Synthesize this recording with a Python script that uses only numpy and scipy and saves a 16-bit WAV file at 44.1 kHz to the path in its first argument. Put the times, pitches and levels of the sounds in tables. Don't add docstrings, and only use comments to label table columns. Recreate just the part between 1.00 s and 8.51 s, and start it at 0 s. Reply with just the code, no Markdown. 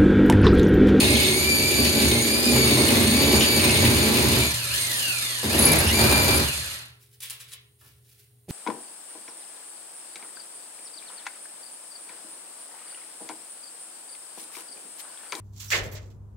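import sys
import numpy as np
from scipy import signal
from scipy.fft import rfft, irfft, next_fast_len
from scipy.io import wavfile
from scipy.ndimage import uniform_filter1d

SR = 44100
rng = np.random.default_rng(int(sys.argv[2]) if len(sys.argv) > 2 else 0)


def dump_mix(stems):
    frames = np.atleast_2d(stems).T
    limited = np.clip(frames, -1, 1)
    pcm = np.round(limited * 32767).astype(np.int16)
    wavfile.write(sys.argv[1], SR, pcm)


N = 331191
TIME = np.arange(N) / SR
FFT_SIZE = next_fast_len(N + SR // 2, True)
FREQ = np.fft.rfftfreq(FFT_SIZE, 1 / SR)

TOP_HZ = 15900
FULL_HZ = 2300
TEETH_PER_BLOW = 72
PUSH_RELEASE_S = 0.056

# start_s, end_s, boom_db, thud_db, tile_crack_db, grinding_db
PUSHES = [(-.1, 0.289, -30, -24.5, -37.5, -26), (0.292, 1.517, -32.5, -26, -38.5, -34),
          (1.495, 3.397, -27, -25, -33.5, -30), (4.425, 4.561, -24.5, -25, -29, -32.5),
          (4.563, 5.412, -28.5, -27.5, -30.5, -40), (7.464, 7.998, -15.5, -21.5, -45, -50)]
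# pitch_hz, side_against_mid_db (before each source's own offset)
ROOM_WIDTH = [(80, -11.5), (250, -4), (700, -1), (1400, 2), (5000, 2.5), (9000, -5), (14000, -6.5)]
# pitch_hz, width_hz, level_db (relative)
SHELL_MODES = [(575, 130, -7.5), (1023, 83, -4.5), (1173, 55, -5.5), (1343, 80, -4.5), (1730, 76, -1.5),
               (2440, 99, -10.5), (2850, 210, -11)]


def undb(db):
    return 10 ** (np.asarray(db) / 20)


def unit(x):
    return x / np.sqrt(np.mean(x ** 2))


def noise():
    return rng.standard_normal(N)


def gains(table):
    s, *columns = np.transpose(table)
    return np.array([np.interp(TIME, s, undb(c), left=0, right=0) for c in columns])


def over_time(table):
    return np.interp(TIME, *np.transpose(table))


def over_hz(table, hz):
    points, values = np.transpose(table)
    return np.interp(np.log(np.maximum(hz, 1)), np.log(points), values)


def shape(x, response):
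    return irfft(rfft(x, FFT_SIZE) * response)[..., :N]


def colour(x, table):
    return unit(shape(x, undb(over_hz(table, FREQ))))


def ring(x, modes):
    response = 0
    for k, (hz, width, db) in enumerate(modes):
        resonance = width * FREQ / (width * FREQ + 1j * (FREQ ** 2 - hz * hz))
        response = response + (-1) ** k * undb(db) * resonance
    return unit(shape(x, response))


def wander(rate):
    return unit(np.interp(TIME * rate, np.arange(N // 8), rng.standard_normal(N // 8)))


def burst(s, rise, decay):
    age = np.maximum(TIME - s, 0)
    return np.minimum(age / rise, 1) * np.exp(-np.maximum(age - rise, 0) / decay)


def hold(start, end, attack_s, release_s):
    return np.clip((TIME - start) / attack_s, 0, 1) * np.exp(-np.maximum(TIME - end, 0) / release_s)


def contact(start, end, release_s):
    return hold(start, end, 0.02, release_s)


def room(x, direct_db, side_db=0):
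    # pitch_hz, t60_s
    decay_table = [(300, 0.5), (1300, 0.5), (3500, 0.38), (9000, 0.01), (15000, 0.1)]
    t = TIME[:SR // 2]
    hz = np.fft.rfftfreq(len(t), 1 / SR)
    diffuse, tail = rfft(rng.standard_normal((2, len(t)))), 0
    for centre, t60 in decay_table:
        band = over_hz([(f, f == centre) for f, _ in decay_table], hz)
        tail = tail + irfft(diffuse * band) * np.exp(-np.log(1000) * t / t60) / np.sqrt(t60)
    mid, side = tail / np.sqrt(np.sum(tail[0] ** 2))
    mid[0] += undb(direct_db)
    mid, side = (signal.fftconvolve(x, h)[:N] for h in (mid, side))
    side = shape(side, undb(over_hz(ROOM_WIDTH, FREQ) + side_db))
    return np.array([mid + side, mid - side]) / np.hypot(1, undb(direct_db))


def motor_speed():
    # pressed_s, released_s, spin_up_hz_per_s, coast_time_constant_s
    pulls = [(-.5, 3.47, 7800, .33), (3.682, 3.808, 8000, .71), (4.452, 4.725, 7800, .28),
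             (4.85, 5.384, 9000, .272), (7.443, 8, 8000, .3)]
    # time_s, tooth_rate_hz
    held_speed = [(0, 2217), (.08, 2136), (.24, 2217), (.32, 2158), (.46, 2356), (.62, 2288), (.68, 2351),
                  (.88, 2292), (1.02, 2304), (1.17, 2127), (1.27, 2318), (1.37, 2416), (1.45, 2429),
                  (1.6, 2288), (2, 2116), (2.19, 2280), (2.56, 2289), (2.68, 2154), (2.85, 2253),
                  (3.05, 2288), (3.22, 2230), (3.43, 2344), (4.73, 2324), (5.02, 2374), (5.38, 2363)]
    held, hz = over_time(held_speed), np.zeros(N)
    for pressed, released, spin_up, coast in pulls:
        ramp = np.interp(pressed, TIME, hz) + spin_up * (TIME - pressed)
        hz = np.where(TIME < pressed, hz, np.minimum(ramp, held))
        coasting = np.interp(released, TIME, hz) * np.exp(-np.maximum(TIME - released, 0) / coast)
        hz = np.where(TIME < released, hz, coasting)
    return hz


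def running(tooth_hz, stall_steepness=6):
    stall_hz, speed_power = 518, 0.65
    turning = (tooth_hz / stall_hz) ** stall_steepness
    return (tooth_hz / FULL_HZ) ** speed_power * turning / (1 + turning)


def drag(tooth_hz, smooth_s=0.039):
    slowing = uniform_filter1d(-np.gradient(np.log(tooth_hz + 1)) * SR, int(smooth_s * SR))
    return np.interp(slowing, [2.3, 2.9], [0, 1])


def background():
    # time_s, level_db (relative)
    hum_level = [(0, -62), (3.5, -33.5), (3.8, -44), (5.6, -48.5), (5.95, -60.5), (6.7, -61), (7.5, -60.5)]
    # pitch_hz, level_db (relative)
    quiet_colour = [(24, -37), (45, -9), (75, 0.5), (130, -6), (190, -16.5), (350, -20), (730, -32.5),
                    (3000, -35), (5800, -32.5), (9100, -21), (15800, -29)]
    hum = undb(2.5) * gains(hum_level)[0] * np.sin(2 * np.pi * 120 * TIME) * undb(.7 * wander(16))
    tone = undb(-72) * np.sin(2 * np.pi * 414.5 * TIME)
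    hiss = undb(-62) * colour(noise(), quiet_colour)
    return hum + tone + room(hiss, direct_db=-4)


def handling():
    # start_s, level_db (relative), rise_s, decay_s, tilt_db_per_octave
    click_events = [(6.203, -34.5, 0.0017, 0.019, 0), (6.218, -31.5, .014, 0.041, 0),
                    (6.298, -31.5, 0.00099, 0.035, 2), (6.2988, -25, .0003, 0.00049, 0),
                    (6.396, -37.5, .008, 0.031, -1.5), (6.476, -45, 0.013, 0.025, -1),
                    (6.509, -35, 0.027, 0.012, -1), (7.486, -40, 0.0077, .02, 1.5)]
    # start_s, level_db (relative), decay_s
    knock_events = [(5.85, -55, 0.013), (5.921, -67, 0.012), (5.97, -62.5, 0.012), (6.305, -48.5, 0.023),
                    (6.522, -59, 0.017), (6.811, -54.5, 0.015), (6.845, -60, 0.024)]
    # start_s, rubbing_db, rumble_db, rise_s, decay_s
    shifts = [(5.99, -56, -75, 0.036, 0.031), (6.1, -57.5, -74, 0.049, 0.013),
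              (6.785, -57, -68, 0.026, .04), (6.84, -59, -53, 0.028, 0.071),
              (7.02, -59.5, -76, 0.096, 0.063), (7.17, -61, -80.5, 0.028, 0.044)]
    # pitch_hz, level_db (relative)
    click_colour = [(290, -52), (500, -13), (545, -20), (794, -27), (958, -12), (1320, -12.5), (2200, -2),
                    (3500, -0.5), (5510, -6), (9010, 0.5), (13300, -7), (15800, -8.5)]
    rub_colour = [(150, -25), (400, -2), (800, -23), (1700, -5.5), (3000, -2.5), (6000, -3), (9300, -2),
                  (15800, -2.5)]
    grit, clicks = noise() * undb(2.2 * wander(1800)), 0
    for s, db, rise, decay, tilt in click_events:
        tilted = [(hz, level + tilt * np.log2(hz)) for hz, level in click_colour]
        clicks = clicks + undb(db - 3) * burst(s, rise, decay) * colour(grit, tilted)
    taps = sum(undb(db) * burst(s, 0.0037, decay) for s, db, decay in knock_events)
    knocks = taps * ring(noise(), SHELL_MODES)
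    rub, rumble = sum(np.outer(undb(levels), burst(s, rise, decay)) for s, *levels, rise, decay in shifts)
    rubbing = undb(3.5) * rub * colour(noise() * undb(2 * wander(270)), rub_colour)
    low_rumble = undb(-3.5) * rumble * ring(noise(), [(74, 16, 0)])
    return room(clicks + knocks + rubbing, direct_db=2.5) + low_rumble


def fan(tooth_hz, throb=0.083):
    # pitch_hz, level_db (relative)
    air_colour = [(50, -0.5), (75, -4), (130, -12.5), (220, -7.5), (300, -7), (600, -16.5), (800, -17.5),
                  (1600, -12.5), (2700, -2.5), (3200, -5.5), (4200, 1.5), (5800, -6.5), (8000, -.5),
                  (9000, 0), (9900, -5), (11200, -3.5), (15800, -21)]
    turn = 2 * np.pi * np.cumsum(tooth_hz) / SR / TEETH_PER_BLOW
    air = colour(noise() * (1 + throb * np.sin(turn)) * undb(2.3 * wander(240)), air_colour)
    level = undb(-26.5 - 0.5 * drag(tooth_hz))
    return room(level * running(tooth_hz) * air, direct_db=1, side_db=1.5)


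def chatter(tooth_hz, level_db=-43, fade_power=0.97):
    slack = running(tooth_hz, stall_steepness=12) ** fade_power
    rattle = ring(noise() * undb(2.5 * wander(120)), SHELL_MODES)
    return room(undb(level_db) * slack * rattle, direct_db=-2)


def screech(rise_s=0.0063, decay_s=.014):
    # start_s, pitch_hz, level_db (relative)
    screeches = [(.04, 3674, -21), (0.086, 2414, -28), (.15, 3388, -18.5), (.215, 2608, -23.5),
                 (.243, 3681, -19), (2.403, 2950, -17), (2.433, 2600, -24), (2.59, 2650, -20),
                 (2.689, 2556, -18.5), (4.862, 2808, -24.5), (4.884, 2790, -21.5)]
    source, cries = noise(), 0
    for s, hz, db in screeches:
        cry = ring(source, [(hz, 260, 0), (2 * hz, 400, -10)])
        cries = cries + undb(db) * burst(s, rise_s, decay_s) * cry
    return room(cries, direct_db=3)


def squeal(rise_s=0.005, decay_s=0.011):
    # start_s, level_db (relative)
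    squeals = [(4.587, -16.5), (4.619, -17), (4.651, -13.5), (4.683, -23.5), (4.714, -14), (4.781, -15),
               (4.872, -24), (4.903, -32.5), (4.937, -25.5), (5.357, -17)]
    # pitch_hz, width_hz, level_db (relative)
    bit_modes = [(8120, 90, -16.5), (9200, 100, -15), (10940, 46, 7)]
    grip = sum(undb(db) * burst(s, rise_s, decay_s) for s, db in squeals)
    return room(undb(2.5) * grip * ring(noise(), bit_modes), direct_db=8.5)


def whine(tooth_hz, flutter=0.00702, rasp=.013, free_shiver=.5, patchy_db=2.0):
    # running_free_db, under_load_db
    mesh = [(-4.5, -0.5), (-10, 1.5), (2, 0.5), (0, -3.5), (-2, -4), (-2, -11), (-2, -13), (-4.5, -9.5),
            (-8, -12.5), (-8, -16.5)]
    # multiple_of_its_tone, level_db (relative)
    motor_partials = [(0.876, -15), (1, -1), (2, -11), (3, -7), (4, -6), (5, -2.5), (6, -5)]
    # time_s, first_partial_db, upper_partials_db
    whine_level = [(0, 3, 10), (.08, 6, 0), (.3, 6, 4.5), (.46, 8, 1.5), (.72, 3.5, 2.5), (.95, 2, 1.5),
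                   (1.17, 5, 5), (1.42, -12, -1.5), (1.6, 5, 5.5), (2, -1, 3), (2.2, 5, 3), (2.55, 3.5, 5),
                   (2.76, 1, 2), (2.85, -0.5, 2.5), (3.05, -2.5, -3), (3.22, -4, -6), (3.42, -2.5, -8.5),
                   (4.6, -1, 5), (4.7, 9, -3), (4.96, 5.5, 1), (5.2, 3, 1.5), (5.38, -1.5, -1)]
    # pitch_hz, level_db (relative)
    housing = [(700, -19), (1200, -8), (1700, 1.5), (2300, -3.5), (3300, -5), (4900, -3), (5800, -12.5),
               (7000, -8), (9200, 0), (11500, -2.5), (14000, -24.5)]
    # pitch_hz, level_db (relative)
    gear_rasp = [(2000, -48), (4500, -39.5), (5800, -48), (7000, -43.5), (9000, -35), (11300, -37.5),
                 (14000, -46)]
    free_base_db, loaded_base_db, motor_base_db = -31, -29.5, -41
    free_power, loaded_power, rasp_power = 0.36, 7.7, 0.61
    motor_order = 1.77
    case_hz, case_width_hz, case_boost_db, case_ring_s = 2720, 510, 14, 0.03

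    load = np.max([contact(start, end, PUSH_RELEASE_S) for start, end, *_ in PUSHES], axis=0)
    shiver = (flutter * wander(70) + rasp * wander(900)) * np.maximum(load, free_shiver)
    phase = 2 * np.pi * np.cumsum(tooth_hz * (1 + shiver)) / SR
    speed, tones = tooth_hz / FULL_HZ, 0
    up_to_speed = np.minimum(speed, 1) ** loaded_power
    free = undb(free_base_db) * speed ** free_power * (1 - load * up_to_speed)
    first, upper = undb(loaded_base_db) * gains(whine_level) * load * speed ** loaded_power
    roughness = speed ** rasp_power
    for k, (free_db, loaded_db) in enumerate(mesh, 1):
        hz = k * tooth_hz
        loaded = first if k == 1 else upper
        radiated = undb(over_hz(housing, hz) + patchy_db * wander(35))
        clean = radiated * (undb(free_db) * free + undb(loaded_db) * loaded)
        rough = undb(over_hz(gear_rasp, hz)) * roughness * wander(200 * k)
        tones = tones + (clean + rough) * (hz < TOP_HZ) * np.sin(k * phase)
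    for multiple, db in motor_partials:
        order = multiple * motor_order
        hz = order * tooth_hz
        in_tune = 1 / (1 + ((hz - case_hz) / case_width_hz) ** 2)
        case_db = case_boost_db * uniform_filter1d(in_tune, int(case_ring_s * SR))
        level = undb(motor_base_db + db + case_db + patchy_db * wander(35))
        tones = tones + level * (hz < TOP_HZ) * np.sin(order * phase)
    muffling = undb(-4.5 * drag(tooth_hz))
    return room(muffling * running(tooth_hz) * tones, direct_db=0.5, side_db=2.5)


def drones(swell_s=0.024, release_s=0.038, waver_db=2.5, drift_hz=1.55, pan_db=-1.5):
    # start_s, end_s, pitch_hz (it drifts about this), level_db (relative)
    drone_events = [(0.028, 0.106, 95, -28), (0.082, 0.148, 278.7, -26), (0.205, 0.465, 375, -27.5),
                    (0.778, 0.84, 238, -24), (1.44, 1.548, 240.4, -18), (1.517, 1.808, 129.7, -25),
                    (1.57, 1.59, 377, -18), (1.68, 2.08, 90.9, -27.5), (1.849, 2.135, 215.6, -24.5),
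                    (2.026, 2.146, 242.7, -22), (2.3, 2.36, 376.1, -27.5), (2.605, 2.676, 237.2, -25.5),
                    (2.676, 3, 91.3, -25), (3.001, 3.119, 215.2, -19.5), (2.72, 2.982, 119.8, -30),
                    (3.112, 3.42, 119.7, -22.5), (4.68, 4.746, 162.8, -22.5), (4.819, 4.904, 73.9, -22.5)]
    waver, drift, out = undb(waver_db * wander(25)), drift_hz * wander(20), 0
    for start, end, hz, db in drone_events:
        cycles = np.cumsum(hz + drift) / SR + rng.random()
        out = out + undb(db) * hold(start, end, swell_s, release_s) * np.sin(2 * np.pi * cycles)
    return np.outer(undb([pan_db / 2, -pan_db / 2]), waver * out)


def force(tooth_hz, speed_power=0.85, grind_share=0.91):
    # time_s, level_db (relative)
    lean = [(0, 3.5), (.28, -0.5), (.44, -3.5), (.56, -2), (.75, -3), (.82, 1), (1.08, 3), (1.3, -1.5),
            (1.5, 0.5), (1.9, 3.5), (2.15, 0.5), (2.35, 3), (2.52, -1.5), (2.62, 1.5), (3.35, -0.5),
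            (4.45, -5), (4.6, 2), (4.76, -1.5), (4.95, -1), (5.01, -1.5), (5.1, -1), (5.4, -2)]
    # time_s, level_db (relative)
    boom_level = [(0, 3), (.3, 3), (1.2, 2.5), (1.42, -8.5), (1.62, -1), (1.9, -1.5), (2.32, -2), (2.85, 3),
                  (3.07, -3.5), (3.3, 4.5), (3.45, -2), (4.6, -4.5), (4.86, 3.5), (5.02, 1.5), (5.2, 3.5)]
    # boom_db, thud_db, tile_crack_db, grinding_db
    idle_db = (-63, -56, -49.5, -57.5)
    lean_db = np.outer([1, 1, 1, grind_share], over_time(lean))
    strength = undb(lean_db) * (tooth_hz / FULL_HZ) ** speed_power
    releases = [0.28, PUSH_RELEASE_S, PUSH_RELEASE_S, PUSH_RELEASE_S]
    pushes = []
    for start, end, *levels in PUSHES:
        pushes.append([undb(db) * contact(start, end, release) for db, release in zip(levels, releases)])
    pushed = np.max(pushes, axis=0)
    pushed[0] *= undb(over_time(boom_level))
    return np.maximum(strength * pushed, np.outer(undb(idle_db), running(tooth_hz)))


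def blows(tooth_hz, rebound_db=-2, scatter_db=2.0, jitter_s=.0012):
    # start_s, level_db (against a normal blow)
    jolts = [(4.431, 8.5), (4.441, 6), (4.464, 0.5), (4.526, 2), (4.581, 1.5), (4.665, 2.5), (4.729, 3),
             (4.757, 5.5), (4.804, 6.5), (4.838, 4.5), (4.988, 5.5), (5.013, 4.5), (5.04, 4), (5.113, 4),
             (5.28, 2), (5.34, -1), (7.483, -0.5)]
    strokes = np.cumsum(tooth_hz) / SR / TEETH_PER_BLOW
    k = np.arange(int(2 * strokes[-1]))
    chance = rng.standard_normal((N // 256, 2))[k]
    at = np.interp(k / 2, strokes, TIME) + jitter_s * chance[:, 0]
    size = undb(rebound_db * (k % 2) + scatter_db * chance[:, 1])
    jolt_s, jolt_db = np.transpose(jolts)
    at, size = np.append(at, jolt_s), np.append(size, undb(jolt_db))
    return np.bincount(np.clip(at * SR, 0, N - 1).astype(int), size, N)


def crumble(hits, decay_s, grain_db):
    envelope = signal.lfilter([1], [1, -np.exp(-1 / (decay_s * SR))], hits)
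    return unit(envelope * noise() * undb(grain_db * wander(1200)))


def resound(hits, modes, clean_db, decay_s, pan_db):
    mid = ring(undb(clean_db) * unit(hits) + crumble(hits, decay_s, grain_db=1), modes)
    side = ring(crumble(hits, decay_s, grain_db=1), modes)
    side = shape(side, undb(over_hz(ROOM_WIDTH, FREQ) - 6.5))
    return np.array([undb(pan_db / 2) * mid + side, undb(-pan_db / 2) * mid - side])


def hammer(tooth_hz):
    # pitch_hz, width_hz, level_db (relative)
    boom_modes = [(67.6, 5.7, -1), (74.1, 7, 5), (92, 3.9, 4), (117, 9.1, -2.5), (135.5, 7.3, -2),
                  (158.7, 10, -4.5)]
    wall_modes = [(215.2, 10, 1), (238, 11.8, 0), (266.4, 12, -3.5), (285.4, 8.2, -2), (316.6, 9.5, -2),
                  (368.6, 17.7, -1), (408, 24, -7.5), (443.7, 14, -5), (521.5, 22, -13), (571.5, 25, -10.5),
                  (623.5, 25, -13.5), (677, 45, -19), (826.5, 11, -9.5), (988, 47, -24)]
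    # pitch_hz, level_db (relative)
    crack_colour = [(350, -2.5), (600, 7.5), (750, 1.5), (900, 2.5), (1400, -1.5), (2300, -2.5),
                    (3200, -6.5), (4500, -1.5), (5800, -10), (9000, -7.5), (11500, -6.5), (15000, -16)]
    grind_colour = [(1200, -27.5), (2400, 4.5), (3000, -4), (3800, 1.5), (4700, -4.5), (5800, -12.5),
                    (12000, -17)]
    boom, thud, crack, grind = force(tooth_hz)
    hits = blows(tooth_hz)
    deep = boom * resound(hits, boom_modes, clean_db=3.5, decay_s=0.024, pan_db=-1.5)
    wall = undb(1.02) * thud * resound(hits, wall_modes, clean_db=3, decay_s=0.013, pan_db=-1.3)
    masonry = shape(deep + wall, 1 / (1 + (FREQ / 900) ** 4))
    tile = undb(4.5) * crack * colour(crumble(hits, decay_s=0.0083, grain_db=4), crack_colour)
    chips = grind * colour(crumble(hits, decay_s=0.013, grain_db=4), grind_colour)
    chips = undb(-1.5 + 4.1 * wander(60)) * chips
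    return masonry + room(tile + chips, direct_db=-4)


def scene():
    tooth_hz = motor_speed()
    surroundings = background() + handling()
    tool = fan(tooth_hz) + chatter(tooth_hz) + whine(tooth_hz)
    cries = screech() + squeal()
    return surroundings + tool + cries + drones() + hammer(tooth_hz)


def record(dry):
    thin = signal.sosfilt(signal.butter(8, 57, "high", fs=SR, output="sos"), dry)
    rounded = np.tanh(1.058 * thin) / 1.178
    return signal.sosfilt(signal.ellip(10, .2, 80, TOP_HZ, fs=SR, output="sos"), rounded)


dry = scene()
out = record(dry)
dump_mix(out)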